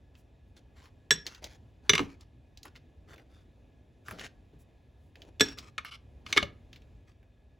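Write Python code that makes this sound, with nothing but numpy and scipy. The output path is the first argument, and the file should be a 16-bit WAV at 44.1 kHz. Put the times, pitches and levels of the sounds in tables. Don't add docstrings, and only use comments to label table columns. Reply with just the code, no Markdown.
import sys
import numpy as np
from scipy import signal
from scipy.fft import rfft, irfft, next_fast_len
from scipy.io import wavfile
from scipy.ndimage import uniform_filter1d, map_coordinates

SR = 44100
rng = np.random.default_rng(int(sys.argv[2]) if len(sys.argv) > 2 else 0)


def generate_wav(signal):
    frames = np.transpose(np.atleast_2d(signal))
    scaled = np.clip(frames, -1, 1) * 32767
    pcm = np.round(scaled).astype(np.int16)
    wavfile.write(sys.argv[1], SR, pcm)


N = 334719


def amp(db):
    return 10 ** (np.asarray(db) / 20)


def unit_rms(x):
    return x / np.sqrt(np.mean(x ** 2) + 1e-20)


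def curve_at(points, hz):
    freqs, values = np.transpose(points)
    return np.interp(np.log(hz + 1), np.log(freqs + 1), values)


def wobble(rate):
    return map_coordinates(rng.standard_normal(int(N * rate / SR) + 4), [np.arange(N) * rate / SR])


def filtered(x, response):
    size = next_fast_len(x.shape[-1] + SR // 4)
    return irfft(rfft(x, size) * response(np.fft.rfftfreq(size, 1 / SR)), size)[..., :x.shape[-1]]


def band(hz, width_hz):
    return lambda f: 1j * f * width_hz / (hz * hz - f * f + 1j * f * width_hz)


def place(track, start, peak_db, sound):
    track[round(start * SR):][:len(sound)] += amp(peak_db) * sound / np.max(np.abs(sound))


# (frequency [Hz], left-right correlation [0-1])
PORT_LIKENESS = [(60, 1), (200, 0.92), (700, .65), (1300, 0.35), (2400, 0.98), (5000, 0.98)]
def diffuse(pair, gain=np.ones_like):
    def response(hz):
        angle = np.arccos(np.clip(curve_at(PORT_LIKENESS, hz), -1, 1)) / 2
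        return gain(hz) * np.array([np.cos(angle), np.sin(angle)])
    mid, side = filtered(pair, response)
    return np.array([mid + side, mid - side])


# (frequency [Hz], relative density [dB])
VENT_SPECTRUM = [(12, -59.5), (24, -29), (33, -16.5), (42, -5.5), (65, -0.5), (128, -9), (179, -18.5),
                 (251, -14.5), (323, -20), (690, -25.5), (1180, -38), (1690, -44), (1840, -39.5),
                 (3620, -42), (4410, -48), (16500, -60)]
# (time [s], level [dB])
VENT_RIDE = [(0.0, -56.5), (3.97, -57), (4.14, -56.5), (4.949, -57), (6.321, -54), (7.59, -59.5)]
# (centre [Hz], width [Hz], level [dB])
VENT_WHINES = [(1690, 28, -84.5), (2500, 100, -86.5), (3574, 70, -92)]
def ventilation():
    spectra = signal.stft(rng.standard_normal((2, N)), nperseg=512)[2]
    lumps = uniform_filter1d(rng.standard_normal(spectra.shape[1:]), size=6, axis=0)
    lumps_db = 0.96 * unit_rms(uniform_filter1d(lumps, size=14, axis=1))
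    noise = signal.istft(spectra * amp(lumps_db), nperseg=512)[1][:, :N]
    rush = unit_rms(diffuse(noise, lambda hz: amp(curve_at(VENT_SPECTRUM, hz))))
    ride_db = np.interp(np.arange(N) / SR, *np.transpose(VENT_RIDE))
    swell_db = 0.9 * wobble(3.8)
    whine = sum(amp(db) * unit_rms(filtered(rng.standard_normal(N), band(hz, width)))
                for hz, width, db in VENT_WHINES)
    return amp(ride_db + swell_db) * rush + whine


def stroke(progress, press, lift=0.2, fade_db=-3):
    ramps = np.minimum(progress / press, (1 - progress) / lift)
    return amp(fade_db * progress.clip(0, 1)) * ramps.clip(0, 1)


# (frequency [Hz], relative density [dB])
RUSTLE_SPECTRUM = [(120, -20), (300, 0), (800, -0.5), (1500, 5.5), (3100, 0.5), (6000, -3), (9000, -11.5),
                   (16500, -21)]
# (start [s], length [s], level [dB], low-end weight at 800 Hz [dB])
RUSTLE_CUES = [(0.132, 0.092, -73, 5), (0.558, 0.044, -59.5, 7), (0.753, 0.084, -61.5, 3),
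               (0.819, 0.078, -62.5, 1.5), (1.253, 0.0385, -50.5, 11), (1.274, 0.13, -57.5, 3),
               (1.417, 0.062, -48.5, 11.5), (1.457, 0.12, -59.5, 2), (1.819, 0.16, -64, 6),
               (1.996, 0.093, -62, 2), (2.076, 0.086, -63.5, 2.5), (2.194, 0.048, -64.5, 6),
               (2.643, 0.052, -51, 10.5), (2.747, 0.036, -57, 3), (3.074, 0.083, -54, 7.5),
               (3.153, 0.083, -60, 15.5), (3.278, 0.17, -69.5, -7), (4.048, 0.085, -55, 3),
               (4.105, 0.11, -52.5, 13), (4.176, 0.11, -46, 6), (5.148, 0.17, -58, 13),
               (5.403, 0.15, -50.5, -0.5), (5.571, 0.029, -48.5, -1.5), (5.587, 0.12, -55.5, 4.5),
               (6.253, 0.16, -50, 6), (6.72, 0.068, -66, 6), (7.066, 0.065, -68.5, -3)]
def scuffs_and_settling():
    track, t = np.zeros(N + SR), np.arange(SR // 4) / SR
    grains = rng.standard_normal(N + SR) * amp(np.pad(2 * wobble(70) + 3.2 * wobble(600), (0, SR)))
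    for start, length, db, weight_db in RUSTLE_CUES:
        ripple_db = 3.5 * rng.standard_normal(SR // 600)
        low_shelf = [(150, 2.1 * weight_db), (800, weight_db), (1500, 0.006)]
        colour = lambda hz: amp(curve_at(RUSTLE_SPECTRUM, hz) + curve_at(low_shelf, hz)
                                + map_coordinates(ripple_db, [hz / 300]))
        first = round(start * SR)
        rustle = unit_rms(filtered(grains[first:][:len(t)], colour))
        track[first:][:len(t)] += amp(db) * stroke(t / length, press=0.25) * rustle
    return track[:N]


# (time [s], peak [dB], centre [Hz])
TICK_CUES = [(0.1531, -49, 2560), (0.5664, -48, 4200), (0.856, -47, 2070), (1.2661, -23, 3650),
             (1.2705, -66, 5310), (1.348, -39, 3300), (1.442, -29, 4130), (2.2093, -46, 4270),
             (2.5736, -40.5, 4200), (2.6311, -37, 4970), (2.654, -39.5, 1085), (2.755, -45, 2210),
             (2.761, -41.5, 2900), (3.133, -46, 2040), (3.16, -52, 2240), (3.1797, -48, 1940),
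             (3.1965, -48, 1980), (4.0839, -28.5, 1230), (4.11, -29.5, 1200), (4.1947, -31.5, 2860),
             (5.156, -41, 2460), (5.219, -37.5, 3010), (5.5858, -29, 4150), (5.848, -31.5, 1640),
             (6.7298, -41, 2850), (6.76, -43, 2800), (6.82, -57, 2960), (7.2291, -58, 1745)]
def ticks(snap_s=0.0015, tail_db=-4, tail_t60=0.064):
    track, t = np.zeros(N + SR), np.arange(SR // 8) / SR
    envelope = np.exp(-t / snap_s) + amp(tail_db - 60 * t / tail_t60)
    for start, db, hz in TICK_CUES:
        puff = envelope * rng.standard_normal(len(t))
        body = filtered(filtered(puff, band(hz, 0.65 * hz)), band(hz, 1.7 * hz))
        sheen = amp(-19) * filtered(puff, band(11430, 5000))
        place(track, start, db, body + sheen)
    return track[:N]


# (start [s], length [s], level at the crest [dB])
SWISH_CUES = [(.16, .065, -72), (.455, .06, -88), (4.038, .09, -71), (4.584, .055, -69),
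              (4.97, 0.16, -83.5)]
def swishes():
    t = np.arange(N) / SR
    swell = sum(amp(db) * np.sin(np.pi * ((t - start) / length).clip(0, 1))
                for start, length, db in SWISH_CUES)
    hiss = filtered(rng.standard_normal(N), lambda hz: band(9500, 14000)(hz) ** 2)
    return swell * unit_rms(hiss)


def ring(modes, favour_db, scatter_db, rise_s, blur):
    hz, db, t60 = np.transpose(modes)[..., None]
    t = np.arange(int(SR * min(t60.max(), 0.25))) / SR
    struck_db = db + favour_db(hz) + scatter_db * rng.standard_normal(hz.shape)
    drift = blur * np.cumsum(rng.standard_normal((len(modes), len(t))), axis=1)
    phase = drift + rng.uniform(0, 2 * np.pi, hz.shape)
    steps = np.repeat(rng.standard_normal((len(modes), len(t) // 256 + 1)), 256, axis=1)[:, :len(t)]
    flutter_db = 4 * uniform_filter1d(steps, size=256, axis=1)
    partials = amp(struck_db + flutter_db - 60 * t / t60) * np.sin(2 * np.pi * hz * t + phase)
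    return (1 - np.exp(-t / rise_s)) * partials.sum(axis=0)


# (frequency [Hz], level [dB], t60 [s])
BENCH_MODES = [(101.97, -8.5, 0.24), (157, -9, 0.27), (221.6, -5, 0.052), (283, -4, 0.14),
               (407.6, 1.5, 0.09), (562, -10, .06)]
def blows(cues, modes, rattle_s, ring_db, focus_db, wash_db, wash_t60, blur, lowpass_hz):
    track, t = np.zeros(N + SR), np.arange(SR // 5) / SR
    attack = 1 - np.exp(-t / 0.00078)
    envelope = attack * (np.exp(-t / rattle_s) + amp(wash_db - 60 * t / wash_t60))
    for start, db, bright_hz, thud_db in cues:
        burst = envelope * rng.standard_normal(len(t))
        crack = filtered(burst, band(min(bright_hz, 3500), 1.1 * bright_hz))
        crack = filtered(crack, lambda hz: band(2400, 3600)(hz) / (1 + 1j * hz / lowpass_hz))
        place(track, start, db, crack)
        octaves = lambda hz: np.log2(hz / bright_hz)
        favour_db = lambda hz: 7 * np.exp(-(octaves(hz) / 0.11) ** 2) - focus_db * octaves(hz) ** 2
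        metal = ring(modes, favour_db, scatter_db=2.5, rise_s=rattle_s / 2, blur=blur)
        place(track, start, db + ring_db, metal)
        thud = ring(BENCH_MODES, np.zeros_like, scatter_db=7, rise_s=0.0004, blur=0.05)
        place(track, start, db + thud_db, thud)
    return track[:N]


# (frequency [Hz], level [dB], t60 [s])
HOLDER_MODES = [(1680, -9, .07), (1676, -29.5, .3), (2280, -13.5, 0.045), (3467, -5.5, .062),
                (3960, -14.5, 0.05), (5574, -5, 0.071), (5505, -26, 0.36), (6580, -20, .09),
                (7710, -12.5, 0.086), (8800, -31.5, .07), (11800, -24.5, 0.054)]
# (time [s], crack peak [dB], brightness [Hz], thud relative to crack [dB])
CLINK_CUES = [(1.1074, -7, 4453, -19), (5.3973, -21, 3566, -19.5), (5.4076, -6, 3250, -10),
              (5.4849, -35.5, 5440, -11.5)]
def iron_clinks():
    return blows(CLINK_CUES, HOLDER_MODES, rattle_s=0.0018, ring_db=-3, focus_db=-0.5,
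                 wash_db=-23.5, wash_t60=0.088, blur=0.045, lowpass_hz=9040)


# (frequency [Hz], level [dB], t60 [s])
CUTTER_MODES = [(1109, -10, 0.073), (1244, -1, 0.041), (1674, -15.5, 0.08), (2163, -0.5, 0.047),
                (2344, -5, 0.037), (2880, -2, .025), (3550, -8, 0.049), (3907, -10, 0.027),
                (5284, -14, 0.013), (6008, -14, 0.063), (8000, -23.5, 0.029), (10963, -22, 0.0096)]
# (time [s], crack peak [dB], brightness [Hz], thud relative to crack [dB])
CUTTER_CUES = [(1.8939, -4.5, 6010, -17.5), (1.9335, -13, 2850, -10), (1.9514, -17.5, 2840, -22.5),
               (1.9785, -18, 2830, -18.5), (1.9924, -19, 1293, -8), (2.0024, -31, 1720, 10),
               (5.7798, -23, 2390, -24.5), (6.2635, -35, 2630, -21.5), (6.3262, -17, 3790, -26.5),
               (6.364, -20.5, 2357, -5.5), (6.3712, -12, 3400, -24.5), (6.3755, -7.5, 2275, -18),
               (6.4199, -43.5, 2200, -0.5), (6.4271, -22.5, 3040, -3.5)]
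def cutter_clatter():
    return blows(CUTTER_CUES, CUTTER_MODES, rattle_s=0.0032, ring_db=-1.5, focus_db=4,
                 wash_db=-22.5, wash_t60=0.033, blur=0.055, lowpass_hz=6500)


# (time [s], peak [dB])
NUDGE_CUES = [(4.082, -40), (4.112, -41.5), (4.126, -40.5), (4.156, -47), (4.19, -49), (4.245, -48),
              (4.53, -48)]
def hand_nudges():
    track = np.zeros(N + SR)
    tilt_db = lambda hz: -7 * np.log2(hz / 100)
    for start, db in NUDGE_CUES:
        place(track, start, db, ring(BENCH_MODES, tilt_db, scatter_db=0.5, rise_s=0.0038, blur=0.039))
    return track[:N]


# (start [s], length [s], friction drive [dB])
SLIDE_CUES = [(5.849, 0.054, -43), (5.908, 0.059, -43), (6.26, 0.06, -54), (6.338, .04, -51.5)]
def cutter_slides():
    t = np.arange(N) / SR
    pressure = sum(amp(db) * stroke((t - start) / length, press=0.08) for start, length, db in SLIDE_CUES)
    grains = unit_rms(rng.standard_normal(N) * amp(3 * wobble(110) + 1.6 * wobble(530)))
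    steel = lambda f: sum((-1) ** k * amp(db) * band(hz, 7.5 / t60)(f)
                          for k, (hz, db, t60) in enumerate(CUTTER_MODES))
    dry_rub = lambda f: amp(-21.5) * band(3000, 5000)(f)
    return amp(11) * filtered(pressure * grains, lambda f: steel(f) + dry_rub(f))


# (frequency [Hz], side relative to mid [dB])
BOUNCE_WIDTH = [(60, -17.5), (160, -13), (450, -11), (740, -5.5), (1220, -6), (2010, -10), (3330, -18),
                (5500, -26.5), (9000, -34.5)]
def first_bounce(sources, t60=0.035):
    t = np.arange(SR // 25) / SR
    echoes = rng.standard_normal((len(sources), len(t))) * amp(-60 * t / t60)
    echoes /= np.linalg.norm(echoes, axis=1, keepdims=True)
    bounced = signal.oaconvolve(sources, echoes, axes=1).sum(axis=0)[:N]
    side = filtered(bounced, lambda hz: amp(curve_at(BOUNCE_WIDTH, hz)))
    return np.array([side, -side])


# (frequency [Hz], t60 [s])
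ROOM_DECAY = [(150, 0.49), (1000, 0.29), (4000, 0.22), (12000, 0.14)]
def room(x):
    hz, t, spectra = signal.stft(rng.standard_normal((2, SR // 2)), SR, nperseg=256)
    decay = amp(-60 * t / curve_at(ROOM_DECAY, hz)[:, None])
    tail = signal.istft(spectra * decay, SR, nperseg=256)[1]
    response = diffuse(tail) / np.linalg.norm(tail[0])
    predelayed = np.pad(x, (200, 0))
    return signal.fftconvolve(predelayed[None], response, axes=1)[:, :N]


def scene():
    sources = np.array([iron_clinks(), cutter_clatter() + cutter_slides(), ticks(),
                        scuffs_and_settling() + swishes() + hand_nudges()])
    direct = sources.sum(axis=0)
    return direct + first_bounce(sources) + amp(-16) * room(direct) + ventilation()


# (frequency [Hz], left ahead of right [rad])
PORT_PHASE = [(7400, 0), (8300, -2.4), (10400, -5.6), (12800, -9), (16400, -13.5)]
def record(dry):
    limit_hz, rolloff_hz = 16850, 600
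    ports = filtered(dry, lambda hz: np.exp(0.5j * curve_at(PORT_PHASE, hz) * [[1], [-1]]))
    return filtered(ports, lambda hz: np.clip((limit_hz - hz) / rolloff_hz, 0, 1) ** 2)


dry = scene()
out = record(dry)
generate_wav(out)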